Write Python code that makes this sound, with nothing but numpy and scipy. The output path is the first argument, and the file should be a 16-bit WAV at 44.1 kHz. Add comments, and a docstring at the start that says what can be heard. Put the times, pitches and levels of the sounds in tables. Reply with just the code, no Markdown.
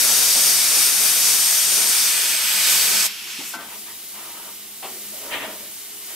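"""In a workshop, a plasma torch cuts a thick steel block, a metre or two from a small stereo camera.
The arc jet is coloured noise, with slag and hot draught rumbling below it and a sine for the inverter's whine.
When the arc dies, the cooling air hisses on: first into the kerf (the cut slot), then free from the lifted torch.
Noise bursts with ringing notes make the gear's knocks, and three noises in short swells make a sole's scuffs.
Behind it all a fan hums in wavering tones over the dull rush of the shop air."""
import sys
import numpy as np
from scipy import signal
from scipy.fft import rfft, irfft, next_fast_len
from scipy.io import wavfile
from scipy.ndimage import uniform_filter1d

SR = 44100
rng = np.random.default_rng(int(sys.argv[2]) if len(sys.argv) > 2 else 0)


def generate_wav(signal):
    """Clip the signal to [-1, 1] and save it as 16-bit WAV at the path in sys.argv[1]."""
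    frames = np.transpose(np.atleast_2d(signal))
    scaled = np.clip(frames, -1, 1) * 32767
    pcm = np.round(scaled).astype(np.int16)
    wavfile.write(sys.argv[1], SR, pcm)


N = 271215  # length in samples
LEFT_RIGHT = np.array([[1], [-1]])


def undb(db):
    """Turn decibels into a plain factor."""
    return 10 ** (np.asarray(db) / 20)


def level(x, db):
    """Scale a sound to an average (rms) level in dB."""
    return x * undb(db) / np.sqrt(np.mean(x ** 2))


def curve(rows):
    """Join the rows of a (time, value, ...) table by straight lines, one value per sample and column."""
    s, *columns = np.transpose(rows)
    t = np.arange(N) / SR
    return [np.interp(t, s, column) for column in columns]


def faded_curve(rows):
    """Like curve, but the first column drops by 60 dB within 10 ms outside the table's time span."""
    s = np.transpose(rows)[0]
    t = np.arange(N) / SR
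    edge_db = np.interp(t, [s[0] - .01, s[0], s[-1], s[-1] + .01], [-60, 0, 0, -60])
    first, *rest = curve(rows)
    return [first + edge_db] + rest


def along(points, hz):
    """Join (pitch, value) points by straight lines over a logarithmic pitch axis."""
    f, v = np.transpose(points)
    return np.interp(np.log(hz + 1), np.log(f + 1), v)


def panned(db, left_minus_right_db):
    """Left and right factors for a level and a level difference between the sides."""
    return np.stack([undb(db + left_minus_right_db / 2), undb(db - left_minus_right_db / 2)])


def walk(rate):
    """Slow random curve of rms 1 that turns about rate times a second."""
    k = int(SR / rate)
    smooth = uniform_filter1d(uniform_filter1d(rng.standard_normal(N), k), k)
    return level(smooth, 0)


def hiss(colour, alike, lean, peaks=(), echo_rad=0, room_db=2.5, lag_s=0):
    """Stereo noise of rms 1, shaped by pitch in strength, likeness of the two sides and lean to the left."""
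    size = next_fast_len(N)
    hz = np.arange(size // 2 + 1) * SR / size
    peak_db = sum(db / (1 + (2 * (hz - f) / width) ** 2) for f, width, db in peaks)
    # at a peak one sound path rules, so both sides agree more
    likeness = np.clip(along(alike, hz) + 0.041 * peak_db, -.95, .99)
    mid, side = rfft(rng.standard_normal((2, size)))
    pair = np.sqrt(1 + likeness) * mid + LEFT_RIGHT * np.sqrt(1 - likeness) * side
    # nearby echoes twist the phase between the sides every few hundred hertz
    twist = echo_rad * np.interp(hz, np.arange(0, SR, 250), rng.standard_normal(SR // 250 + 1))
    # a lag makes the left side late
    twist -= 2 * np.pi * hz * lag_s
    # far walls add a fine fixed ripple over pitch
    room = room_db * np.interp(hz, np.arange(0, SR, 16), rng.standard_normal(SR // 16 + 1))
    gain = undb(along(colour, hz) + room + peak_db + LEFT_RIGHT * along(lean, hz) / 2)
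    turn = np.exp(.5j * LEFT_RIGHT * twist)
    return level(irfft(pair * gain * turn, size)[:, :N], 0)


def flicker(x, shared_db, own_db, rate):
    """Turbulence: all pitches surge together, and each third-octave band also flutters alone."""
    hz, s, z = signal.stft(x, SR, nperseg=256)
    edges = 100 * 2 ** np.arange(0, 8, 1 / 3)
    k = max(int(SR / 128 / rate), 1)
    # one random walk for each band, and a last one shared by all
    noise = rng.standard_normal((len(edges) + 1, len(s)))
    walks = uniform_filter1d(uniform_filter1d(noise, k), k)
    walks /= walks.std()
    # blend neighbouring bands smoothly
    place = np.interp(np.log(hz + 1), np.log(edges), np.arange(len(edges)))
    low = np.minimum(place.astype(int), len(edges) - 2)
    share = (place - low)[:, None]
    own = walks[low] * (1 - share) + walks[low + 1] * share
    flickered = z * undb(shared_db * walks[-1] + own_db * own)
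    return signal.istft(flickered, SR, nperseg=256)[1][:, :N]


# strength of the arc jet: start_s [s], level_db [dB], left_minus_right_db [dB]
JET_LEVEL = [(0.0, -15.5, 1.5), (0.81, -15.5, 1), (0.97, -15.7, 1.5), (1.83, -16.5, 1), (2.41, -19, 0),
             (2.7, -16, -0.5), (2.85, -16.5, 0.5), (2.91, -17.2, -0.5), (3.05, -15.5, 0)]
# how far the jet has burst out below: start_s [s], share [0-1]
BREAKTHROUGH = [(0, 0.042), (1.0, 0.12), (1.4, 0.079), (2.03, 0.18), (2.12, 0.58), (2.5, 1), (2.65, 0.61),
                (3.05, 0.67)]
# jet colour while buried in the kerf, and after it breaks through: pitch_hz [Hz], relative_db [dB per Hz]
BURIED_COLOUR = [(410, -31), (700, -14.5), (1930, -9.5), (2170, -8.5), (2750, -7.5), (3610, -4.5),
                 (4160, -5.5), (5620, 0), (7290, -3.5), (8190, -3), (8740, -1), (9210, -3), (11600, -2),
                 (14300, -5.5), (15700, -11)]
THROUGH_COLOUR = [(350, -50), (600, -9.5), (778, -17.5), (844, -10.5), (1400, -7), (1520, -7), (1840, -6.5),
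                  (2450, -2.5), (2810, -1.5), (4920, -1.5), (7210, -5), (8380, 2), (9730, -9), (11600, -1),
                  (15700, -10.5)]
# narrow peaks that room echoes put on the jet noise, before and after the breakthrough:
# pitch_hz [Hz], width_hz [Hz], boost_db [dB]
ECHO_PEAKS_BURIED = [(2228, 90, 4.2), (2422, 90, 3.7), (2627, 53, 3.1), (3305, 90, 3.9), (3692, 90, 3.2),
                     (4392, 90, 4.7), (4575, 70, 4.7), (4855, 74, 4.2), (5071, 90, 6.4), (5469, 90, 3.6),
                     (5706, 53, 3.9), (5986, 90, 4.9), (6610, 51, 3.0), (6761, 46, 4.1), (6987, 66, 5.1),
                     (7181, 61, 3.2), (7838, 83, 4.3), (7967, 90, 5.6), (8247, 65, 3.4), (9033, 70, 4.3),
                     (9237, 75, 4.9), (9614, 51, 3.8), (9722, 90, 3.9), (10400, 90, 3.3), (10529, 90, 3.7),
                     (11240, 68, 3.2), (11423, 89, 4.2), (12456, 90, 3.6)]
ECHO_PEAKS_THROUGH = [(1518, 90, 5.3), (1744, 67, 4.8), (1970, 59, 4.0), (2250, 90, 5.2), (2444, 90, 6.4),
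                      (3326, 90, 4.7), (4565, 90, 3.6), (5092, 90, 5.2), (5760, 90, 3.9), (6201, 90, 5.5),
                      (6847, 90, 5.1), (7213, 90, 4.2), (7816, 74, 4.7), (8204, 73, 5.3), (9033, 53, 4.2),
                      (9226, 83, 3.8), (10109, 90, 4.1), (10712, 90, 4.1), (11014, 90, 4.1),
                      (12629, 88, 4.2), (12844, 72, 4.8), (13964, 90, 4.2)]
# likeness of the two sides near the jet: pitch_hz [Hz], likeness [0-1]
JET_ALIKE = [(60, 0.14), (130, 0.19), (290, 0.17), (640, 0.39), (1410, 0.61), (3100, 0.7), (6820, 0.5),
             (15000, 0.4)]
# lean of the jet to the left: pitch_hz [Hz], left_minus_right_db [dB]
JET_LEAN = [(60, 4), (110, 4), (200, 5), (380, 4), (700, 5), (1290, 4.5), (2380, -0.5), (4400, -1),
            (8120, 1.5), (15000, 0.5)]


def arc_jet():
    """The hot gas jet roars as turbulent noise; its middle pitches fill in once it is through the steel."""
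    jet_db, pan_db = curve(JET_LEVEL)
    through = curve(BREAKTHROUGH)[0]
    buried = hiss(BURIED_COLOUR, JET_ALIKE, JET_LEAN, ECHO_PEAKS_BURIED, echo_rad=0.64, room_db=2.14)
    free = hiss(THROUGH_COLOUR, JET_ALIKE, JET_LEAN, ECHO_PEAKS_THROUGH, echo_rad=0.39, room_db=2.8)
    # square roots share out the power between the two colours
    roar = np.sqrt(1 - through) * buried + np.sqrt(through) * free
    return flicker(roar, shared_db=0.6, own_db=0.71, rate=11.0) * panned(jet_db, pan_db)


# strength of the sounds below the cut: start_s [s], slag_db [dB], draught_db [dB]
BELOW_LEVEL = [(0, -40.5, -52), (.37, -36, -50.5), (1.1, -39, -53), (1.3, -37, -50), (1.57, -46.5, -59),
               (1.7, -38.5, -53), (2.1, -44, -60), (2.27, -44, -72), (2.45, -46.5, -59), (2.77, -39.5, -50),
               (3.06, -42.5, -56)]
# colours of the molten slag and of the hot draught: pitch_hz [Hz], relative_db [dB per Hz]
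SLAG_COLOUR = [(120, -43), (200, -4.5), (473, -1.5), (882, -6.5), (968, -6), (1500, -7.5), (1950, -7),
               (3300, -120)]
DRAUGHT_COLOUR = [(15, -44), (25, -15), (86, -5.5), (172, -1), (190, -18), (250, -35), (420, -120)]


def below_the_cut():
    """Molten slag sputters out below as flickering noise; hot draught rumbles under the bench."""
    slag_db, draught_db = curve(BELOW_LEVEL)
    slag = flicker(hiss(SLAG_COLOUR, JET_ALIKE, JET_LEAN), shared_db=2.5, own_db=0.5, rate=16)
    draught = hiss(DRAUGHT_COLOUR, JET_ALIKE, JET_LEAN)
    return slag * undb(slag_db) + draught * undb(draught_db)


# inverter tone in the arc, before ripple and shake: start_s [s], level_db [dB]
WHINE_LEVEL = [(0, -32), (.45, -26), (.87, -30), (1.02, -31), (1.23, -30), (1.43, -25.5), (1.9, -26.5),
               (2.05, -33), (2.19, -30), (2.28, -38), (2.36, -34), (2.47, -35)]
WHINE_HZ, RIPPLE_HZ, RIPPLE_DEPTH = 8633.5, 100, .45


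def inverter_whine():
    """The arc sings at the inverter's switching tone, a high sine rippled by the mains."""
    t = np.arange(N) / SR
    # ripple on the arc current puts a side line above and below the tone
    ripple = 1 + RIPPLE_DEPTH * np.cos(2 * np.pi * RIPPLE_HZ * t)
    # the wandering arc length shakes the tone's phase and strength
    phase_shake = undb(-36) * walk(30)  # radians
    strength_shake_db = 1.1 * walk(25)
    tone = np.sqrt(2) * ripple * np.sin(2 * np.pi * WHINE_HZ * t + phase_shake)
    return tone * panned(faded_curve(WHINE_LEVEL)[0] + strength_shake_db, 2.5)


ARC_OFF_S, ARC_OFF_T60_S = 3.066, .06  # when the arc dies, and its time to fall by 60 dB


def arc():
    """Jet, slag and draught die with the arc; the whine fades out over half a second earlier."""
    t = np.arange(N) / SR
    alive = undb(-60 * np.maximum(t - ARC_OFF_S, 0) / ARC_OFF_T60_S)
    return alive * (arc_jet() + below_the_cut() + inverter_whine())


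# strength of the air blown into the kerf: start_s [s], roar_db [dB], edge_fizz_db [dB]
KERF_AIR_LEVEL = [(3.075, -30.5, -34), (3.15, -36, -37.5), (3.27, -34.5, -35), (3.4, -32, -35),
                  (3.5, -38.5, -30.5), (3.55, -35, -36), (3.585, -45, -50), (3.74, -52, -48),
                  (3.8, -55, -50)]
# colours of the roar in the kerf and the fizz on its edge: pitch_hz [Hz], relative_db [dB per Hz]
KERF_COLOUR = [(530, -40), (900, -18), (1120, -14.5), (1980, -8.5), (2200, -4.5), (2780, -3), (3240, -5),
               (3470, -5.5), (4590, -8), (4910, -8), (5500, -8.5), (7150, -31), (12100, -120)]
EDGE_COLOUR = [(3240, -28), (5500, -1), (6640, -2.5), (7810, -1), (9110, -3.5), (12300, -3.5), (14700, -7),
               (15700, -15)]
# lean to the left of the kerf roar, the free air and the shop sounds: pitch_hz [Hz], left_minus_right_db [dB]
SHOP_LEAN = [(60, 3), (110, 3), (200, 0), (380, 1.5), (700, 3.5), (1290, 3), (2380, -0.5), (4400, -1.0),
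             (8120, 2), (15000, 0)]


def kerf_air():
    """Cooling air roars inside the kerf and fizzes on its edge, as two turbulent noises."""
    roar_db = faded_curve(KERF_AIR_LEVEL)[0]
    fizz_db = faded_curve(np.array(KERF_AIR_LEVEL)[:, [0, 2]])[0]
    roar = undb(roar_db) * hiss(KERF_COLOUR, JET_ALIKE, SHOP_LEAN, echo_rad=0.45)
    fizz = undb(fizz_db) * hiss(EDGE_COLOUR, JET_ALIKE, JET_LEAN, echo_rad=0.3)
    return flicker(roar + fizz, shared_db=0.4, own_db=1.0, rate=16)


# strength of the air from the lifted nozzle: start_s [s], level_db [dB], left_minus_right_db [dB]
FREE_AIR_LEVEL = [(3.54, -43, 2), (3.62, -37.5, 1.5), (3.73, -34.5, 0), (3.93, -34, 0.5),
                  (4.2, -33.5, -0.5), (4.72, -35, -1), (5.0, -33, -0.5), (5.4, -34.5, -1),
                  (5.8, -33.5, -0.5), (6.15, -32, 0)]
# colour of that hiss: pitch_hz [Hz], relative_db [dB per Hz]
FREE_COLOUR = [(710, -40), (1200, -12), (1730, -9.5), (1950, -9), (2100, -3.5), (2810, -5.5), (2900, -1.5),
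               (3130, -3), (4320, -2), (5470, -2), (8600, 0.5), (10800, 1), (14600, 2.5), (15700, -3.5)]
# likeness of its two sides: pitch_hz [Hz], likeness [0-1]
FREE_ALIKE = [(1000, 0.59), (3000, 0.95), (7000, 0.17), (11000, 0.29), (15000, 0.26)]
FREE_LAG_S = 3.8e-5  # the hiss reaches the left side this much late


def free_air():
    """The lifted nozzle blows into open air: a thin hiss that shifts a little between the sides."""
    level_db, pan_db = faded_curve(FREE_AIR_LEVEL)
    air = hiss(FREE_COLOUR, FREE_ALIKE, SHOP_LEAN, lag_s=FREE_LAG_S)
    return flicker(air, shared_db=0.64, own_db=0.14, rate=10) * panned(level_db, pan_db)


# knocks of the welder's gear, one row for each body that a blow shakes: start_s [s], level_db [dB],
# centre_hz [Hz], width [octaves], rise_s [s], hold_s [s], t60_s [s],
# note_db and ring_db [dB, relative to level_db]
KNOCKS = [(3.382, -32, 257, 0.63, 0.012, 0.013, 0.17, -16, -40),
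          (3.397, -37.5, 746, 0.65, 0.0074, 0.017, 0.22, -20, -40),
          (3.535, -29, 896, 0.68, 0.0043, 0.0077, 0.16, -11, -3.5),
          (3.543, -39.5, 246, 0.94, .008, 0.017, 0.61, -20, -40),
          (4.823, -30, 768, 1.1, 0.0069, 0.031, 0.23, -9, -40),
          (4.824, -32, 2440, 0.89, 0.0035, 0.024, 0.22, -30, -40),
          (4.831, -38.5, 380, 1.3, 0.0092, 0.029, 0.92, -6.5, -40),
          (5.336, -25, 1970, 0.88, 0.0027, .003, 0.094, -20, -40)]
# notes of the knocked plate: pitch_hz [Hz], relative_db [dB], t60_s [s]
PLATE_NOTES = [(692, -11, 0.65), (869, -3, 0.23), (1350, -2, 0.3), (1440, -2, .3), (1543, 1, 0.42),
               (1520, -8, 0.41), (2050, -10, 0.43), (3550, -6, .12)]


def knocks():
    """Distant blows, smeared by the room into short dull bursts; a plate rings along, mostly faintly."""
    out = np.zeros((2, N + SR))
    t = np.arange(SR // 2) / SR
    hz = np.arange(len(t) // 2 + 1) * 2 + 1.
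    for s, level_db, centre_hz, octaves, rise_s, hold_s, t60_s, note_db, ring_db in KNOCKS:
        mid, side = rng.standard_normal((2, len(t)))
        pair = mid + 0.23 * side * LEFT_RIGHT
        # a hump of noise, 12 dB down at the given width either side of its centre
        hump = undb(-12 * (np.log2(hz / centre_hz) / octaves) ** 2)
        body = level(irfft(rfft(pair) * hump, len(t)), -6.0)
        note = undb(note_db) * np.sin(2 * np.pi * centre_hz * t)
        blow = (body + note) * undb(-60 * np.maximum(t - hold_s, 0) / t60_s)
        for f, db, ring_t60_s in PLATE_NOTES:
            ring = np.sin(2 * np.pi * (f * t + rng.random()))
            blow = blow + undb(ring_db + db - 60 * t / ring_t60_s) * ring
        start = int(s * SR)
        out[:, start:start + len(t)] += undb(level_db) * blow * np.minimum(t / rise_s, 1)
    return out[:, :N] * undb(1.5 * LEFT_RIGHT)


# drags of a sole, start_s being the end of the rise: start_s [s], length_s [s], boom_db [dB], rub_db [dB],
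# grit_db [dB]
SCUFFS = [(3.594, 0.04, -50, -41, -43.5), (3.695, 0.055, -56, -46, -45), (3.88, 0.023, -60, -48, -45.5),
          (4.157, 0.15, -54.5, -45, -47), (4.352, 0.14, -55, -45, -50), (4.905, 0.069, -52, -56, -54),
          (5.05, .06, -65, -59, -51), (5.143, .07, -47, -54, -52), (5.233, 0.071, -41.5, -42.5, -47.5),
          (5.326, 0.037, -38.5, -34.5, -29.5), (5.419, 0.035, -37, -37, -32), (5.487, 0.038, -38, -44, -47),
          (5.6, 0.059, -50.5, -56, -49), (5.873, 0.024, -66, -65, -53), (6.1, .05, -52.5, -52, -48)]
SCUFF_RISE_S, SCUFF_T60_S = 0.031, 0.29
# likeness of the two sides for the shop sounds: pitch_hz [Hz], likeness [0-1]
SHOP_ALIKE = [(60, 0.82), (130, 1), (290, 0.91), (640, 0.96), (1410, 0.74), (3100, 0.28), (6820, 0.57),
              (15000, 0.26)]


def scuffs():
    """A sole dragged over the floor: the floor booms, the sole rubs, grit scratches."""
    # colours: (Hz, relative dB per Hz)
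    boom = hiss([(50, -55), (150, -24), (300, -6), (450, -4.5), (650, -1), (1000, -31)],
                SHOP_ALIKE, SHOP_LEAN)
    rub = hiss([(500, -23.5), (800, -4.0), (1050, -0.5), (1450, -5), (2200, -23)],
               SHOP_ALIKE, SHOP_LEAN)
    grit = hiss([(1200, -13), (1900, 4.5), (2500, 3.5), (3600, -0.5), (4600, -16), (8000, -40)],
                SHOP_ALIKE, SHOP_LEAN)
    t = np.arange(N) / SR
    power = 0
    for s, drag_s, *layers_db in SCUFFS:
        # each drag digs in, holds, then dies away in the room
        rise = np.clip(1 + (t - s) / SCUFF_RISE_S, 0, 1)
        fall = undb(-60 * np.maximum(t - s - drag_s, 0) / SCUFF_T60_S)
        power = power + (undb(layers_db)[:, None] * rise * fall) ** 2
    out = sum(layer * np.sqrt(p) for layer, p in zip((boom, rub, grit), power))
    return flicker(out, shared_db=0.5, own_db=1.7, rate=40)


# first and second blade tone before the hum curve: one level_db [dB] each
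BLADE_LEVEL = (-60.5, -65.5)
# rise and fall of the hum: start_s [s], change_db [dB]
HUM_CHANGE = [(0, 2), (1.7, -1), (2.4, 2.5), (3.0, 10.5), (3.2, -5), (4.2, 0.5), (5.2, 1.5), (6.15, 1)]
BLADE_HZ, BLADE_WANDER_DB = 207.1, 2.6


def fan_hum():
    """Fan blades chop the air into two low tones that waver with the air load."""
    t = np.arange(N) / SR
    out = np.zeros((2, N))
    slow = signal.butter(1, 9.0, fs=SR, output="sos")
    for order, db in enumerate(BLADE_LEVEL, 1):
        waver = signal.sosfilt(slow, rng.standard_normal((2, N)))
        turn = 2 * np.pi * order * BLADE_HZ * t
        # 0.022 is the small steady part of the tone
        tone = level(waver[0] * np.sin(turn) + (waver[1] + 0.022) * np.cos(turn), db)
        hum_db = curve(HUM_CHANGE)[0] + BLADE_WANDER_DB * walk(2.2)
        out += tone * panned(hum_db, 4.0)
    return out


# colour of the shop air: pitch_hz [Hz], relative_db [dB per Hz]
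SHOP_COLOUR = [(15, -54), (25, -45), (60, -22), (98, -13), (168, -29), (205, -1), (255, -15.5), (338, -6),
               (366, -19), (413, -4.5), (485, -16.5), (700, -12), (1020, -11.5), (1400, -18), (2560, -15),
               (3000, -11), (3900, -13.5), (6600, -120)]
SHOP_DB = -50


def shop_air():
    """The air of the shop is a dull rush: quiet noise that flickers slowly."""
    rush = hiss(SHOP_COLOUR, SHOP_ALIKE, SHOP_LEAN)
    return undb(SHOP_DB) * flicker(rush, shared_db=0.4, own_db=1.2, rate=3)


def scene():
    """All sources together, from the torch to the background."""
    return arc() + kerf_air() + free_air() + knocks() + scuffs() + fan_hum() + shop_air()


TOP_HZ = 15730


def record(dry):
    """The camera cuts the top steeply: a low-pass filter takes away the highest treble."""
    return signal.sosfilt(signal.ellip(14, .2, 65, TOP_HZ, fs=SR, output="sos"), dry)


dry = scene()
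out = record(dry)
generate_wav(out)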